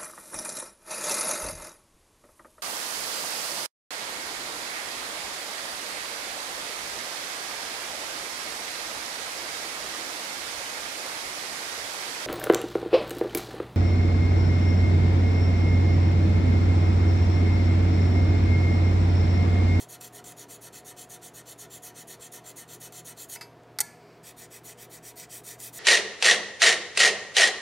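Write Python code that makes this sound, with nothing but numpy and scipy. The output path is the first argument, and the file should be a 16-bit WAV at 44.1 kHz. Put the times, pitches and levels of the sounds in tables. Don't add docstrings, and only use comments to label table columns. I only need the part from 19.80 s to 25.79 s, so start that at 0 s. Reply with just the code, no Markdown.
import sys
import numpy as np
from scipy import signal
from scipy.fft import rfft, irfft
from scipy.io import wavfile

SR = 44100
rng = np.random.default_rng(int(sys.argv[2]) if len(sys.argv) > 2 else 0)


def transcribe(signal):
    frames = np.atleast_2d(signal).T
    limited = np.clip(frames, -1, 1)
    pcm = np.round(limited * 32767).astype(np.int16)
    wavfile.write(sys.argv[1], SR, pcm)


N = 264021
TIME = np.arange(N) / SR
LIFT_S, REGRIP_S = 3.563, 4.0


def from_db(db):
    return 10 ** (np.asarray(db) / 20)


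def rms_one(x):
    return x / np.sqrt(np.mean(x ** 2) + 1e-20)


def drift(rate):
    step = 40
    pole = np.exp(-2 * np.pi * rate * step / SR)
    settle = 2000
    noise = rng.standard_normal(N // step + 2 + settle)
    slow = signal.lfilter([1], [1, -2 * pole, pole * pole], noise)[settle:]
    return np.interp(np.arange(N) / step, np.arange(len(slow)), rms_one(slow))


def resonate(x, hz, width):
    radius = np.exp(-np.pi * width / SR)
    gain = (1 - radius * radius) / 2
    section = [gain, 0, -gain, 1, -2 * radius * np.cos(2 * np.pi * hz / SR), radius * radius]
    return signal.sosfilt([section] * 2, x + 1e-18)


def ring(clicks, hz, t60):
    radius = np.exp(-np.log(1000) / (t60 * SR))
    angle = 2 * np.pi * hz / SR
    poles = [1, -2 * radius * np.cos(angle), radius * radius]
    return signal.lfilter([0, np.sin(angle)], poles, clicks + 1e-18)


def dying(s, t60):
    return (TIME >= s) * np.exp(-np.log(1000) * np.clip((TIME - s) / t60, 0, 2))


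def fan():
    # (frequency [Hz], relative density [dB per Hz])
    air_spectrum = [(25, -26.5), (38, -17), (55, -7), (85, -9), (140, -3.5), (200, -5), (300, -2),
                    (480, -0.5), (560, -6), (690, -3), (780, -7.5), (1000, -8), (2000, -15.5),
                    (5000, -26.5), (15000, -40.5)]
    # (frequency [Hz], half the width of each filter section [Hz], level [dB])
    housing_tones = [(161.6, 4.5, -65), (229.9, 6, -71.5), (288.6, 3.4, -69), (364, 4.5, -67.5),
                     (413.6, 4.5, -65), (487, 16, -68), (658.4, 41, -64.5), (709, 3.1, -72.5),
                     (726.6, 1.6, -63.5), (964, 8.1, -73)]
    air_db, hum_hz, hum_db = -55, 120, -62

    hz, db = np.transpose(air_spectrum)
    bins = np.maximum(np.arange(N // 2 + 1) * SR / N, 1)
    shape = from_db(np.interp(np.log(bins), np.log(hz), db))
    air = irfft(rfft(rng.standard_normal(N)) * shape, N)

    tones = np.zeros(N)
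    for f, half_width, level in housing_tones:
        settled = resonate(rng.standard_normal(N + SR), f, 2 * half_width)[SR:]
        tones += from_db(level) * rms_one(settled)

    hum_level = np.sqrt(2) * from_db(hum_db + 1.5 * drift(1.5))
    hum = hum_level * np.sin(2 * np.pi * hum_hz * TIME + 0.18 * drift(3))
    return from_db(air_db) * rms_one(air) + tones + hum


def workshop(x):
    t60_s, wall_cut_hz = 0.56, 12100
    out = np.zeros(N)
    dull = np.exp(-2 * np.pi * wall_cut_hz / SR)
    lags = (np.geomspace(.011, .047, 12) * SR).astype(int)
    for k, lag in enumerate(lags):
        loop, state = x.copy(), [0.]
        gain = np.exp(-np.log(1000) * lag / SR / t60_s)
        for i in range(lag, N, lag):
            back, state = signal.lfilter([gain * (1 - dull)], [1, -dull], loop[i - lag:i], zi=state)
            loop[i:i + lag] += back[:N - i]
        out += (loop - x) * (-1) ** k
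    for lag in (67, 173):
        taps = np.r_[.6, np.zeros(lag - 1), 1]
        out = signal.lfilter(taps, taps[::-1], out)
    return out / 2


def bench(x, echo_db):
    lags = (rng.uniform(.002, .014, 6) * SR).astype(int)
    echoes = sum(np.pad(x, (lag, 0))[:N] * (-1) ** k for k, lag in enumerate(lags))
    return x + from_db(echo_db) * echoes


def whistle():
    # (time [s], mean frequency [Hz], mean peak level [dB])
    whistle_glide = [(3.88, 11800, -100), (3.96, 13040, -80), (4.05, 13900, -92), (4.17, 14900, -82),
                     (4.25, 15900, -88), (4.35, 15900, -88), (4.39, 14800, -82), (4.43, 13200, -100)]
    s, pitch, level = np.transpose(whistle_glide)
    cycles = np.cumsum(np.interp(TIME, s, pitch) * (1 + .004 * drift(60))) / SR
    loudness = from_db(np.interp(TIME, s, level) + 3.0 * drift(40))
    return loudness * np.sin(2 * np.pi * cycles) * (TIME > s[0]) * (TIME < s[-1])


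def slide():
    # (time [s], force level [dB])
    slide_force = [(4.0, -100), (4.06, -53), (4.2, -61), (4.33, -58.5), (4.39, -64), (4.43, -100)]
    # (frequency [Hz], width of each filter section [Hz], level [dB])
    rub_modes = [(2250, 500, 9), (4680, 800, 3.5), (5500, 640, -0.5), (7000, 2500, -7), (12050, 500, -5)]
    force = from_db(np.interp(TIME, *np.transpose(slide_force)))
    rub = np.zeros(N)
    for hz, width, db in rub_modes:
        rub += resonate(force * from_db(db) * rng.standard_normal(N), hz, width)
    return rub


def knocks():
    # (time [s], clatter level [dB], clatter t60 [s], brightness [dB per octave],
    # pitch of the contact [Hz], its relative level [dB], barrel ring level [dB], file ring level [dB])
    blow_table = [(3.559, -42, 0.056, -4, 2270, -36, -69, -43.5),
                  (3.610, -41.5, 0.12, -4.5, 4680, -37.5, -73, -39),
                  (3.987, -22.5, 0.03, -0.5, 4950, -26.5, -52.5, -43.5),
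                  (4.004, -17, 0.03, 4.5, 8390, -18.5, -41.5, -52),
                  (4.0105, -26, 0.028, 3, 7070, -27, -59.5, -57)]
    # (frequency [Hz], width of each filter section [Hz], relative level [dB])
    contact_modes = [(890, 350, -8.5), (1384, 370, -2), (1997, 384, 3.5), (3440, 1100, -7),
                     (4600, 1400, 0.7), (6000, 810, -2.5), (6800, 420, 1.5), (8250, 1100, 0.5),
                     (10300, 2500, -3), (11900, 1100, -5), (14100, 800, -3)]
    # (frequency [Hz], relative level [dB], t60 [s]); the vice quickly damps the barrel's strongest
    barrel_modes = [(848, 7.5, 0.11), (1385, -8.5, 0.38), (1686, -10, .35), (1714, -8.5, .55),
                    (1737, -7, .5), (2024, 10, 0.05), (2175, -9, 0.32), (2290, -8.5, 0.2),
                    (4460, 13.5, .05), (4492, -13, .33), (5922, -15.5, .33), (6115, -14, .35),
                    (6936, 12, .04), (6950, -17.5, .35), (8070, 17.5, .035), (8380, 17.5, .035),
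                    (8850, -11, .2), (8842, 9.5, 0.032), (9141, -12.5, 0.26), (9895, -12, .4),
                    (11160, -15, .22), (12400, -14, .17), (13950, 11, 0.036)]
    file_modes = [(950, -10, 0.54), (2280, -14, 0.29), (2640, -9.5, 0.16), (5000, -4.5, 0.14),
                  (6280, -17, .2), (7267, -12, .11), (10080, -23, .2), (11570, -17, 0.25),
                  (13840, -28, .24)]

    s, clatter_db, t60s, tilt, contact_hz, contact_db, barrel_db, file_db = np.transpose(blow_table)
    bursts = np.array([dying(at, t60) for at, t60 in zip(s, t60s)])
    out = np.zeros(N)
    for hz, width, db in contact_modes:
        force = from_db(clatter_db + db + tilt * np.log2(hz / 6000)) @ bursts
        out += resonate(2 * force * rng.choice([-1, 1], N), hz, width)
    for burst, hz, db in zip(bursts, contact_hz, contact_db):
        out += resonate(5 * from_db(db) * burst * rng.choice([-1, 1], N), hz, 0.089 * hz)
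    for modes, blow_db in ((barrel_modes, barrel_db), (file_modes, file_db)):
        blows = np.zeros(N)
        blows[np.round(s * SR).astype(int)] = from_db(blow_db)
        for hz, db, t60 in modes:
            out += from_db(db) * ring(blows, hz, t60)
    return signal.sosfilt(signal.butter(2, 600, "high", fs=SR, output="sos"), out)


def strokes_of_hand():
    # (time [s], strokes made so far)
    hand_pace = [
        [(-.052, 0), (.425, 4), (.79, 7), (1.147, 10), (1.395, 12), (2.004, 17), (2.378, 20), (2.862, 24),
         (3.596, 30)],
        [(4.409, 0), (4.683, 2), (4.953, 4), (5.208, 6), (5.475, 8), (5.771, 10), (6.06, 12)],
    ]
    # (time [s], stroke level [dB], lean: extra on the pull and less on the push [dB])
    hand_pressure = [(0, -43, 0), (.32, -45, -0.5), (1.15, -44.5, -.3), (1.58, -46, 0.2),
                     (2.05, -43.5, 0.5), (2.65, -45.5, 1.1), (3.03, -43, 1.05), (3.36, -43, .1),
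                     (3.53, -39, 0), (4.5, -47, -0.1), (4.88, -45, 1.6), (5.08, -45.5, -0.2),
                     (5.4, -43.5, -0.3), (5.85, -39.5, .2)]
    # (a push starts early and ends late by this much [s],
    # moment of top speed [share of stroke], how much earlier it comes per dB of lean [share of stroke])
    hand_swing = [(0.001, .45, 0.15), (-0.0013, 0.5, -0.03)]
    usual_db, usual_tilt = -44.5, .7
    tilt_per_db, lean_tilt = 0.37, .3
    usual_rest_s, rest_s_per_db = 0.027, .002

    pressure_s, pressure_db, lean_db = np.transpose(hand_pressure)
    for pace, (push_longer_s, top_speed_at, earlier_per_db) in zip(hand_pace, hand_swing):
        s, made = np.transpose(pace)
        stroke = np.arange(round(made[-1]) + 1)
        turns = np.interp(stroke, made, s) - push_longer_s * (-1) ** stroke
        for start, end, direction in zip(turns, turns[1:], (-1) ** stroke):
            middle = (start + end) / 2
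            pressure = np.interp(middle, pressure_s, pressure_db)
            lean = -direction * np.interp(middle, pressure_s, lean_db)
            level = pressure + lean
            rest = usual_rest_s - rest_s_per_db * (pressure - usual_db)
            bright = usual_tilt + tilt_per_db * (level - usual_db) + lean_tilt * lean
            fastest = top_speed_at - earlier_per_db * lean
            yield start + rest / 2, end - rest / 2, direction, fastest, level, bright


def hand_motion(release, slacken_db):
    force, direction, place, tilt = np.zeros((4, N))
    for start, end, way, fastest, db, bright in strokes_of_hand():
        now = (TIME > start) & (TIME < end)
        share = (TIME[now] - start) / (end - start)
        phase = np.pi * np.interp(share, [0, np.clip(fastest, .1, .9), 1], [0, .5, 1])
        force[now] = from_db(db) * np.sin(phase) ** release
        direction[now] = way
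        place[now] = -way * np.cos(phase)
        tilt[now] = bright - slacken_db * (phase / np.pi) ** 6
    return force * ((TIME < LIFT_S) | (TIME > REGRIP_S)), direction, place, tilt


def tooth_bites(per_s, size_db):
    moments = rng.random(N) < per_s / SR
    sizes = from_db(size_db * np.minimum(rng.exponential(1, N), 4))
    return rms_one(moments * sizes)


def filing(first_db, second_db, judder_db, wander_db, pivot_hz):
    # (frequency [Hz], width of each filter section [Hz], relative level [dB], extra on the push and less on
    # the pull [dB], extra at the far end of the travel and less at the near end [dB])
    first_grip = [(952, 43, -5.5, -3.5, -5.5), (1385, 230, -7, 0.2, -7), (1822, 83, 0.9, -2.4, -0.5),
                  (2010, 200, -2, -0.6, -1.5), (2296, 62, -9, -2, -3.5), (2575, 165, -4, 0.6, -1.5),
                  (2994, 120, -2.5, 0.2, -2.5), (3250, 244, -2, 1, 0), (3634, 470, -4, 0, -0.5),
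                  (4300, 630, -2.5, 0.5, -2.2), (4940, 120, -9, 0.5, 4.5), (5660, 670, -3.5, -0.5, -1.5),
                  (6150, 430, 0.3, -0.7, -1.5), (6790, 580, 1.5, -0.8, 3.5), (7334, 430, -0.2, 4.5, -1.5),
                  (8590, 1370, -0.5, -0.4, -1.2), (10170, 580, -2, -2, 1), (10710, 950, -4, 1.5, 6),
                  (11600, 200, -4.5, -5, -3), (11960, 2183, -7, 1.3, 2), (14100, 1303, -4.5, -0.5, -0.5),
                  (15700, 603, -8, 1.5, 4)]
    second_grip = [(950, 120, -7, -2, 1.0), (1250, 61, -10, -0.6, 11), (1467, 110, -7, -1, 0.1),
                   (1820, 290, -2, -0.7, -3), (2004, 106, 3.5, -1, -1), (2317, 160, -1, -0.5, 0.5),
                   (2550, 140, -0.5, 1, -0.5), (3170, 520, -4.5, 1, -3), (3630, 580, -5, 0.3, 3),
                   (4270, 654, -8, -3, 3.5), (4870, 1100, -5, 1, -2.5), (5830, 730, 0.1, -0.1, 0),
                   (6970, 780, 1.5, -0.5, -0.5), (8070, 1100, 0, 1.5, -2), (8900, 1700, -2.5, -2, 0.5),
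                   (10300, 530, -2.5, 2, 3), (10900, 648, -6.5, 2.5, 2), (12000, 2000, -4, -0.5, 0.6),
                   (14186, 1819, -4, 0.5, 3.5), (15622, 2000, -8.5, 0, 0.5)]
    # (time [s], level [dB], t60 [s])
    short_ticks = [(0.21, -38, .03), (0.244, -38, .045), (0.441, -43.5, 0.047), (0.521, -41, .011),
                   (2.522, -44.5, 0.026), (3.123, -44, .03), (3.497, -40, .03), (3.834, -56, .007),
                   (5.801, -38, 0.036)]

    force, direction, place, tilt = hand_motion(release=1.0, slacken_db=7.0)
    force = force * from_db(judder_db * drift(68))
    tick_power = sum((from_db(db) * dying(s, t60)) ** 2 for s, db, t60 in short_ticks)
    drive = np.sqrt(force ** 2 + tick_power)
    bites = drive * tooth_bites(per_s=18000, size_db=1.5)

    out = np.zeros(N)
    grips = ((first_grip, TIME < REGRIP_S, first_db), (second_grip, TIME >= REGRIP_S, second_db))
    for modes, held, grip_db in grips:
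        for hz, width, db, push_db, far_db in modes:
            mix_db = push_db * direction + far_db * place
            mix_db += tilt * np.log2(hz / pivot_hz) + wander_db * drift(13.0)
            strength = rng.standard_normal(held.sum())
            kicks = bites[held] * strength * from_db(grip_db + db + mix_db[held])
            out[held] += resonate(kicks, hz, width)
    return out


def scene():
    strokes = filing(first_db=5.5, second_db=4.5, judder_db=0.9, wander_db=1.6, pivot_hz=7320)
    close = bench(strokes, echo_db=-20.5) + knocks() + slide() + whistle()
    room = from_db(-26) * workshop(close)
    return np.tile(close + room + fan(), (2, 1))


def record(dry):
    return signal.sosfilt(signal.ellip(10, .1, 70, 15720, fs=SR, output="sos"), dry)


dry = scene()
out = record(dry)
transcribe(out)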